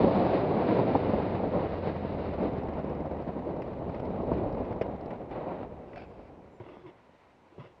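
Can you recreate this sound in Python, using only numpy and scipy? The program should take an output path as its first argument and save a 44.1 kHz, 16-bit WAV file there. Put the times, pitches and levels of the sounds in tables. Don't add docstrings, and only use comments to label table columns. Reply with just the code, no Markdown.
import sys
import numpy as np
from scipy import signal
from scipy.fft import rfft, irfft
from scipy.io import wavfile
from scipy.ndimage import uniform_filter1d, map_coordinates

SR = 44100
rng = np.random.default_rng(int(sys.argv[2]) if len(sys.argv) > 2 else 0)


def inscribe(sig):
    pcm = np.round(np.clip(np.atleast_2d(sig).T, -1, 1) * 32767)
    wavfile.write(sys.argv[1], SR, pcm.astype(np.int16))


N = 343980
T = np.arange(N) / SR

# (frequency [Hz], relative level [dB])
WIND_COLOUR = [(11, -48), (18, -26.5), (85, -8), (175, 1), (212, 1), (344, 0), (557, 0), (692, -3),
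               (971, -10), (1460, -24.5), (2160, -30.5), (3330, -38.5), (3850, -38), (4790, -47),
               (5810, -65), (7550, -84), (12800, -120)]


def undb(db):
    return 10 ** (np.asarray(db) / 20)


def unit(x):
    return x / np.sqrt(np.mean(x ** 2))


def columns(table):
    s, *rest = np.transpose(table)
    return [np.interp(T, s, c) for c in rest]


def colour(x, points, size=4096):
    hz, db = np.transpose(points)
    bins = np.maximum(np.arange(size // 2 + 1) * SR / size, 1)
    log_gain = np.interp(np.log(bins), np.log(hz), db) * np.log(10) / 20
    cepstrum = irfft(log_gain)
    cepstrum[1:size // 2] *= 2
    cepstrum[size // 2 + 1:] = 0
    response = irfft(np.exp(rfft(cepstrum)))
    return signal.fftconvolve(x, response)[:N]


def ring(x, modes):
    out = 0
    for hz, width, db in modes:
        b, a = signal.iirpeak(hz, hz / (1.5 * width), SR)
        once = signal.lfilter(b, a, x)
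        out = out + undb(db) * signal.lfilter(b, a, once)
    return out


def walk(rate):
    k = int(SR / rate)
    steps = np.repeat(rng.standard_normal(N // k + 1), k)
    return unit(uniform_filter1d(uniform_filter1d(steps, k), k)[:N])


def grains(rate, scatter_db):
    hit = rng.random(N) < rate / SR
    x = hit * undb(scatter_db * np.minimum(rng.exponential(size=N), 5))
    return unit(x - x.mean())


def hold(s, length, rise, fall):
    corners = np.cumsum([s - abs(rise), abs(rise), abs(length), abs(fall)])
    return np.interp(T, corners, [0, 1, 1, 0])


def decay(t, t60):
    return np.exp(-t * np.log(1000) / t60)


def still_air():
    # (frequency [Hz], relative level [dB])
    air_tone = [(11, -45.5), (18, -17.5), (85, 5), (171, -0.5), (269, -2.5), (539, 2), (981, 3.5),
                (1310, -12.5), (2950, -17.5), (3250, -20.5), (5500, -37.5), (7150, -59), (12100, -120)]
    level_db = -62.5
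    return unit(colour(rng.standard_normal(N), air_tone)) * undb(level_db + 1.2 * walk(20))


def brake():
    # (middle time [s], half length [s], level [dB])
    squeaks = [(6.08, .035, -86), (6.555, .045, -82)]
    squeak_hz, width_hz = 7200, 80
    song = unit(ring(rng.standard_normal(N), [(squeak_hz, width_hz, 0)]))
    return song * sum(undb(db) * np.exp(-((T - s) / half) ** 2) for s, half, db in squeaks)


def scrape():
    # (time [s], length [s], level [dB])
    drags = [(5.88, 0.09, -60.5), (5.962, 0.036, -52), (6.004, 0.036, -52.5), (6.06, 0.224, -64)]
    # (frequency [Hz], width [Hz], level [dB])
    grit_modes = [(1510, 220, 1.5), (2350, 220, 3), (2630, 90, 2), (3330, 500, -7), (4500, 800, -11)]
    rise_s, fall_s = 0.012, 0.027
    grit = rng.standard_normal(N) + .6 * grains(400, scatter_db=2.5)
    drag = sum(undb(db) * hold(s, length, rise_s, fall_s) ** 2 for s, length, db in drags)
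    return unit(ring(grit, grit_modes)) * drag


def creak():
    start_s, length_s, level_db = 6.842, .05, -41
    start_hz, sag_hz_per_s = 370, 1150
    hz = start_hz - sag_hz_per_s * np.clip(T - start_s, 0, length_s)
    phase = 2 * np.pi * np.cumsum(hz * (1 + 0.03 * walk(90))) / SR
    tone = unit(np.sin(phase) + undb(-15) * np.sin(3 * phase))
    slipping = hold(start_s, length_s, 0.0094, 0.0067)
    return tone * undb(level_db + 1.5 * walk(60)) * slipping


def rubs():
    # (time [s], length [s], middle modes [dB], lowest modes [dB], high modes [dB])
    touches = [(6.602, 0.018, -39.5, -40, -54), (6.638, 0.043, -47.5, -48, -54.5),
               (6.689, 0.074, -42.5, -61, -52), (6.779, 0.045, -52, -68, -57),
               (6.842, 0.018, -57, -55, -60), (6.864, 0.035, -48, -50, -50.5),
               (6.958, 0.036, -70, -72, -62), (7.518, 0.058, -55, -71, -69), (7.583, 0.006, -54, -43, -55),
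               (7.598, 0.031, -50, -43.5, -48.5), (7.641, 0.033, -45.5, -52, -50),
               (7.687, 0.044, -57, -62, -61)]
    # (frequency [Hz], width [Hz], level [dB])
    shell = [(132, 45, 0), (240, 80, -8), (355, 60, 0), (440, 60, -2), (530, 70, -5), (980, 50, -1),
             (1200, 100, -7), (1400, 150, -12), (2080, 320, -12), (2620, 280, -16), (3300, 180, -15),
             (4900, 1200, -33)]
    rise_s, fall_s = 0.0085, 0.028
    bend_s, flicker_db = .0002, 2
    slip = rng.standard_normal(N) + 0.58 * grains(270, scatter_db=0.5)
    modes = [ring(slip, [mode]) * undb(flicker_db * walk(25)) for mode in shell]
    bent = (T + bend_s * walk(30)) * SR
    groups = modes[:2], modes[2:5], modes[5:]
    boom, body, edge = (unit(map_coordinates(sum(group), [bent], mode="mirror")) for group in groups)
    out = 0
    for s, length, body_db, boom_db, edge_db in touches:
        touch = hold(s, length, rise_s, fall_s) ** 2
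        out = out + (body * undb(body_db) + boom * undb(boom_db) + edge * undb(edge_db)) * touch
    return out


def pings():
    # (time [s], frequency [Hz], level [dB], 60 dB decay time [s])
    struck_modes = [(5.484, 2400, -41, 0.046), (5.932, 1980, -39, 0.028), (5.968, 697, -25.5, 0.064),
                    (5.979, 2400, -42, .06), (5.994, 450, -36, .06), (6.018, 2580, -44, .04),
                    (6.045, 2550, -47, .04), (6.603, 970, -42, .12), (7.632, 990, -48, .12),
                    (7.665, 2700, -55, .05)]
    rise_s = 0.0017
    out, waver = 0, .08 * walk(150)
    for s, hz, db, t60 in struck_modes:
        t = np.maximum(T - s, 0)
        fade = (1 - np.exp(-(t / rise_s) ** 2)) * decay(t, t60)
        out = out + undb(db) * fade * np.sin(2 * np.pi * (hz * t + rng.random() + waver))
    return out


def knocks():
    # (time [s], thud peak [dB], thud pitch [Hz], crack peak [dB], crack treble peak [dB],
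    #          60 dB decay time of the noise [s])
    hits = [(2.430, -35, 500, -48, -50, .03), (3.619, -43, 500, -32, -45, 0.038),
            (3.674, -45, 504, -57, -50, .025), (3.945, -48, 500, -37, -58, 0.044),
            (3.997, -47, 500, -35, -49, .03), (4.051, -49, 500, -44, -48, 0.033),
            (4.225, -44, 500, -52, -53, .05), (4.334, -31, 500, -39, -47, .04),
            (4.382, -42, 500, -47, -61, .03), (4.465, -54, 500, -47, -65, .04),
            (4.525, -43, 497, -47, -46, .027), (4.58, -46, 500, -40, -55, 0.038),
            (4.649, -42, 504, -39, -59, 0.044), (4.725, -47, 600, -36, -50, 0.037),
            (4.8116, -11, 434, -27, -45, 0.064), (4.8166, -15.5, 575, -26.5, -39.5, 0.039),
            (5.009, -57, 500, -63, -52, .025), (5.057, -54, 500, -49, -48, 0.033),
            (5.105, -44, 500, -34, -56, .05), (5.216, -55, 500, -62, -58, .02),
            (5.311, -38, 700, -36, -51, .034), (5.485, -40, 600, -42, -58, .04),
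            (5.630, -23, 825, -42, -61, 0.041), (5.932, -44, 500, -39, -63, .02),
            (5.958, -34, 600, -34, -44, 0.03), (5.977, -32, 680, -33, -46, .025),
            (6.02, -44, 500, -50, -56, .03), (6.599, -46, 330, -42, -72, .03),
            (6.663, -33, 990, -60, -70, .03), (6.768, -31.5, 750, -66, -76, .015),
            (7.092, -42, 600, -55, -70, .012), (7.58, -32, 400, -68, -78, .05),
            (7.585, -34, 400, -68, -78, .05)]
    # (frequency [Hz], level [dB])
    crack_tone = [(600, -16), (1200, 1), (1700, 1), (2450, 0), (2900, -5), (3600, -11), (4600, -26)]
    treble_tone = [(2400, -24), (3200, -2), (3900, 2), (4800, -1), (5600, -4), (7500, -11), (10000, -25)]
    rise_s = .001
    thud_width = .5
    boom_share, boom_db = .33, -2
    out = np.zeros(N)
    t = np.arange(SR // 10) / SR
    for s, thud_db, thud_hz, crack_db, treble_db, t60 in hits:
        noise = rng.standard_normal(len(t)) * decay(t, t60) * np.minimum(t / rise_s, 1)
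        push = -2 * np.exp(-((t - .001) / .0004) ** 2)
        boom_hz = boom_share * thud_hz
        thud_modes = [(thud_hz, thud_width * thud_hz, 0), (boom_hz, thud_width * boom_hz, boom_db)]
        thud = ring(noise + push, thud_modes)
        crack = colour(noise, crack_tone)[:len(t)]
        treble = colour(noise, treble_tone)[:len(t)]
        i = int(s * SR)
        for db, part in ((thud_db, thud), (crack_db, crack), (treble_db, treble)):
            out[i:i + len(t)] += undb(db) * part / np.abs(part).max()
    return out


def engine():
    # (time [s], hum [dB], exhaust puff [dB], valve tick [dB])
    levels = [(0, -45, -40, -80), (1, -38, -40, -80), (2.3, -38, -41, -79), (2.55, -37, -39, -75),
              (2.9, -37, -40, -72.5), (3.15, -38, -42, -78), (3.5, -45, -43, -83), (4.6, -46, -43, -84),
              (5.4, -58, -54, -90), (6.2, -80, -75, -105)]
    # (time [s], firings per second [Hz])
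    firing = [(0, 26.84), (1.5, 23.26), (2.4, 20.66), (2.7, 19.06), (3.2, 18.23), (3.5, 17.07),
              (3.9, 18.95), (4.6, 17.82), (4.9, 20.71), (5.3, 19.74), (7.8, 17)]
    # (multiple of the firing rate, level [dB])
    hum_partials = [(2, -14), (3, -3), (4, 3), (5, -8), (6, -12), (7, -5), (8, -2), (9, -5), (10, -10),
                    (11, -9), (12, -11)]
    # (frequency [Hz], width [Hz], level [dB])
    pipe = [(179, 160, 3), (520, 300, -5)]
    tappet = [(2390, 83, -1.5), (3750, 800, -11.5)]
    valve = [(5150, 900, 0)]
    # (time [s], level [dB])
    clack_level = [(0, -68), (1.6, -68), (2.5, -79), (3.6, -79), (4.05, -71), (5.1, -72), (6.2, -95)]
    first_turn, swell_share, tick_share = -.99, .06, .03
    tick_scatter_db, strike = 1.8, 2
    thump_s, thump_db = .00055, 3
    hum_db, puff_db, tick_db = columns(levels)
    clack_db = columns(clack_level)[0]
    rate = columns(firing)[0]
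    cycles = first_turn + np.cumsum(rate) / SR
    share = cycles % 1
    hum = sum(undb(db + 1.5 * walk(3)) * np.sin(2 * np.pi * (k * cycles + rng.random()))
              for k, db in hum_partials)

    turn = np.floor(cycles).astype(int) + 1
    scatter = rng.standard_normal((turn.max() + 1, 3))[turn].T
    swell = share / swell_share * np.exp(-share / swell_share)
    puff, clack = swell * undb(1.8 * scatter[:2]) * rng.standard_normal((2, N))

    snap = share / tick_share
    rattle = snap * np.exp(-snap) * rng.standard_normal(N)
    tick = rattle + strike * np.diff(turn, prepend=turn[0])
    tick = tick * undb(tick_scatter_db * scatter[2])

    since = (share - swell_share) / rate
    pulse = undb(2 * scatter[0]) * np.exp(-(since / thump_s) ** 2)
    thump = signal.lfilter([1], [1, -np.exp(-2 * np.pi * 150 / SR)], np.diff(pulse, prepend=0))

    out = unit(thump) * undb(puff_db + thump_db) + unit(hum) * undb(hum_db)
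    out = out + unit(ring(puff, pipe)) * undb(puff_db)
    out = out + unit(ring(clack, tappet)) * undb(clack_db)
    return out + unit(ring(tick, valve)) * undb(tick_db)


def slaps():
    # (time [s], peak level [dB])
    slap_hits = [(0.138, -18.5), (0.54, -30), (0.79, -12.5), (0.902, -18), (0.951, -11), (1.101, -26),
                 (1.135, -15), (1.199, -18.5), (1.321, -22), (1.397, -20), (1.433, -21.5), (1.468, -20),
                 (2.048, -19.5), (2.279, -23), (2.406, -26), (2.843, -30), (3.168, -30), (3.393, -37.5),
                 (3.483, -31), (4.202, -24), (4.316, -13.5), (4.385, -24), (4.462, -36), (4.571, -22.5),
                 (4.759, -28), (4.887, -25), (4.896, -30), (5.377, -30), (5.466, -23.5)]
    t60_s = 0.036
    dull = signal.butter(4, 1000, fs=SR, output="sos")
    out = np.zeros(N)
    t = np.arange(SR // 10) / SR
    for s, db in slap_hits:
        burst = rng.standard_normal(len(t)) * decay(t, t60_s)
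        burst = signal.sosfilt(dull, colour(burst, WIND_COLOUR)[:len(t)])
        i = int(s * SR)
        out[i:i + len(t)] += undb(db) * burst / np.abs(burst).max()
    return out


def wind():
    # (time [s], roar [dB], rumble [dB], hiss [dB])
    levels = [(0.0, -22, -40, -45.5), (0.28, -24.5, -47, -43.5), (0.48, -26, -46, -46.5),
              (0.78, -24.5, -46.5, -43.5), (1.13, -30, -45.5, -46.5), (1.52, -30, -44.5, -49),
              (2.0, -34.5, -47.5, -51.5), (2.47, -33, -44, -53), (3.28, -36.5, -50, -56.5),
              (3.78, -37, -49, -58.5), (4.32, -31, -41, -56.5), (4.45, -31, -38.5, -55.5),
              (5.1, -40, -50.5, -60), (5.54, -41.5, -51, -61.5), (5.67, -42, -48.5, -63),
              (6.58, -53, -63.5, -68), (7.15, -64, -77, -68.5), (7.8, -63, -72, -69)]
    # (time [s], length [s], roar lift [dB], upper roar lift [dB], hiss lift [dB])
    gusts = [(0.62, 0.11, 1.5, 1.5, 1), (1.54, 0.082, 3, 3.5, 0.5), (1.845, 0.042, 3, 1.5, 3.5),
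             (2.404, 0.05, 7, 2.5, 4.5), (3.365, 0.23, 4.5, 1.5, -0.5), (4.31, 0.084, 2.5, -3.5, 3),
             (5.12, 0.024, 3.5, 3, 4), (5.323, 0.31, 3.5, 7.5, 7), (5.417, 0.094, -1, 3.5, -1)]
    # (time [s], gain above edge_hz [dB])
    edge = [(0, 5), (1, 0.5), (2.3, 2), (2.8, -4.5), (4, 0), (5.2, -3.5), (5.7, -3.5), (7.8, 3)]
    rumble_hz, bright_hz, hiss_hz, edge_hz = 89, 620, 1332, 3300
    rise_s, fall_s = 0.017, 0.048
    roar_db, rumble_db, hiss_db = columns(levels)
    upper_db = roar_db
    for s, length, roar_lift_db, upper_lift_db, hiss_lift_db in gusts:
        gust = hold(s, length, rise_s, fall_s)
        roar_db = roar_db + roar_lift_db * gust
        upper_db = upper_db + upper_lift_db * gust
        hiss_db = hiss_db + hiss_lift_db * gust

    eddies = grains(900, scatter_db=1.5)
    flow = colour(rng.standard_normal(N) + 0.74 * eddies, WIND_COLOUR)
    fine = colour(rng.standard_normal(N) + 0.48 * eddies, WIND_COLOUR)
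    low = signal.butter(4, rumble_hz, fs=SR, output="sos")
    mid = signal.butter(4, [rumble_hz, hiss_hz], "band", fs=SR, output="sos")
    bright = signal.butter(2, bright_hz, "high", fs=SR, output="sos")
    high = signal.butter(4, hiss_hz, "high", fs=SR, output="sos")
    above_edge = signal.butter(3, edge_hz, "high", fs=SR, output="sos")

    buffet, sway = walk(55), walk(14)
    buffet = unit(buffet - uniform_filter1d(buffet, SR // 7))
    rumble = unit(signal.sosfiltfilt(low, flow)) * undb(rumble_db + 0.67 * buffet + 0.66 * sway)

    band = unit(signal.sosfiltfilt(mid, flow))
    upper = signal.sosfiltfilt(bright, band)
    roar = (band - upper) * undb(roar_db) + upper * undb(upper_db + .8 * walk(8))
    roar = roar * undb(1.5 * buffet + 0.22 * sway)

    hiss = unit(signal.sosfiltfilt(high, fine))
    top = signal.sosfiltfilt(above_edge, hiss)
    hiss = hiss - top + top * undb(columns(edge)[0] + 0.57 * walk(13))
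    hiss = hiss * undb(hiss_db + 0.55 * buffet + 1.1 * walk(30) + 0.26 * sway)
    return rumble + roar + hiss


def scene():
    # (frequency [Hz], gain [dB])
    housing = [(5400, -5.5), (6000, -19), (7500, -20.5), (11000, -41.5), (13000, -54.5)]
    muffled = colour(scrape() + creak() + rubs() + pings() + knocks() + engine(), housing)
    return (still_air() + brake() + muffled + slaps() + wind())[None]


def record(dry):
    # (frequency [Hz], gain [dB])
    port = [(1450, -1), (1750, -3.5), (1950, -0.5), (2950, -2), (3300, -5), (3800, -3.5)]
    # (frequency [Hz], relative level [dB])
    circuit = [(3000, -10), (5500, -2.5), (7200, -7.5), (10000, -14), (11700, -21.5), (13000, -19),
               (16000, -24)]
    circuit_db, top_hz = -85, 15700
    hiss = unit(colour(rng.standard_normal(N), circuit)) * undb(circuit_db)
    faded_in = dry[0] * np.minimum(T / .002, 1)
    cut = signal.ellip(8, .2, 70, top_hz, fs=SR, output="sos")
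    return signal.sosfilt(cut, colour(faded_in, port) + hiss)[None]


dry = scene()
out = record(dry)
inscribe(out)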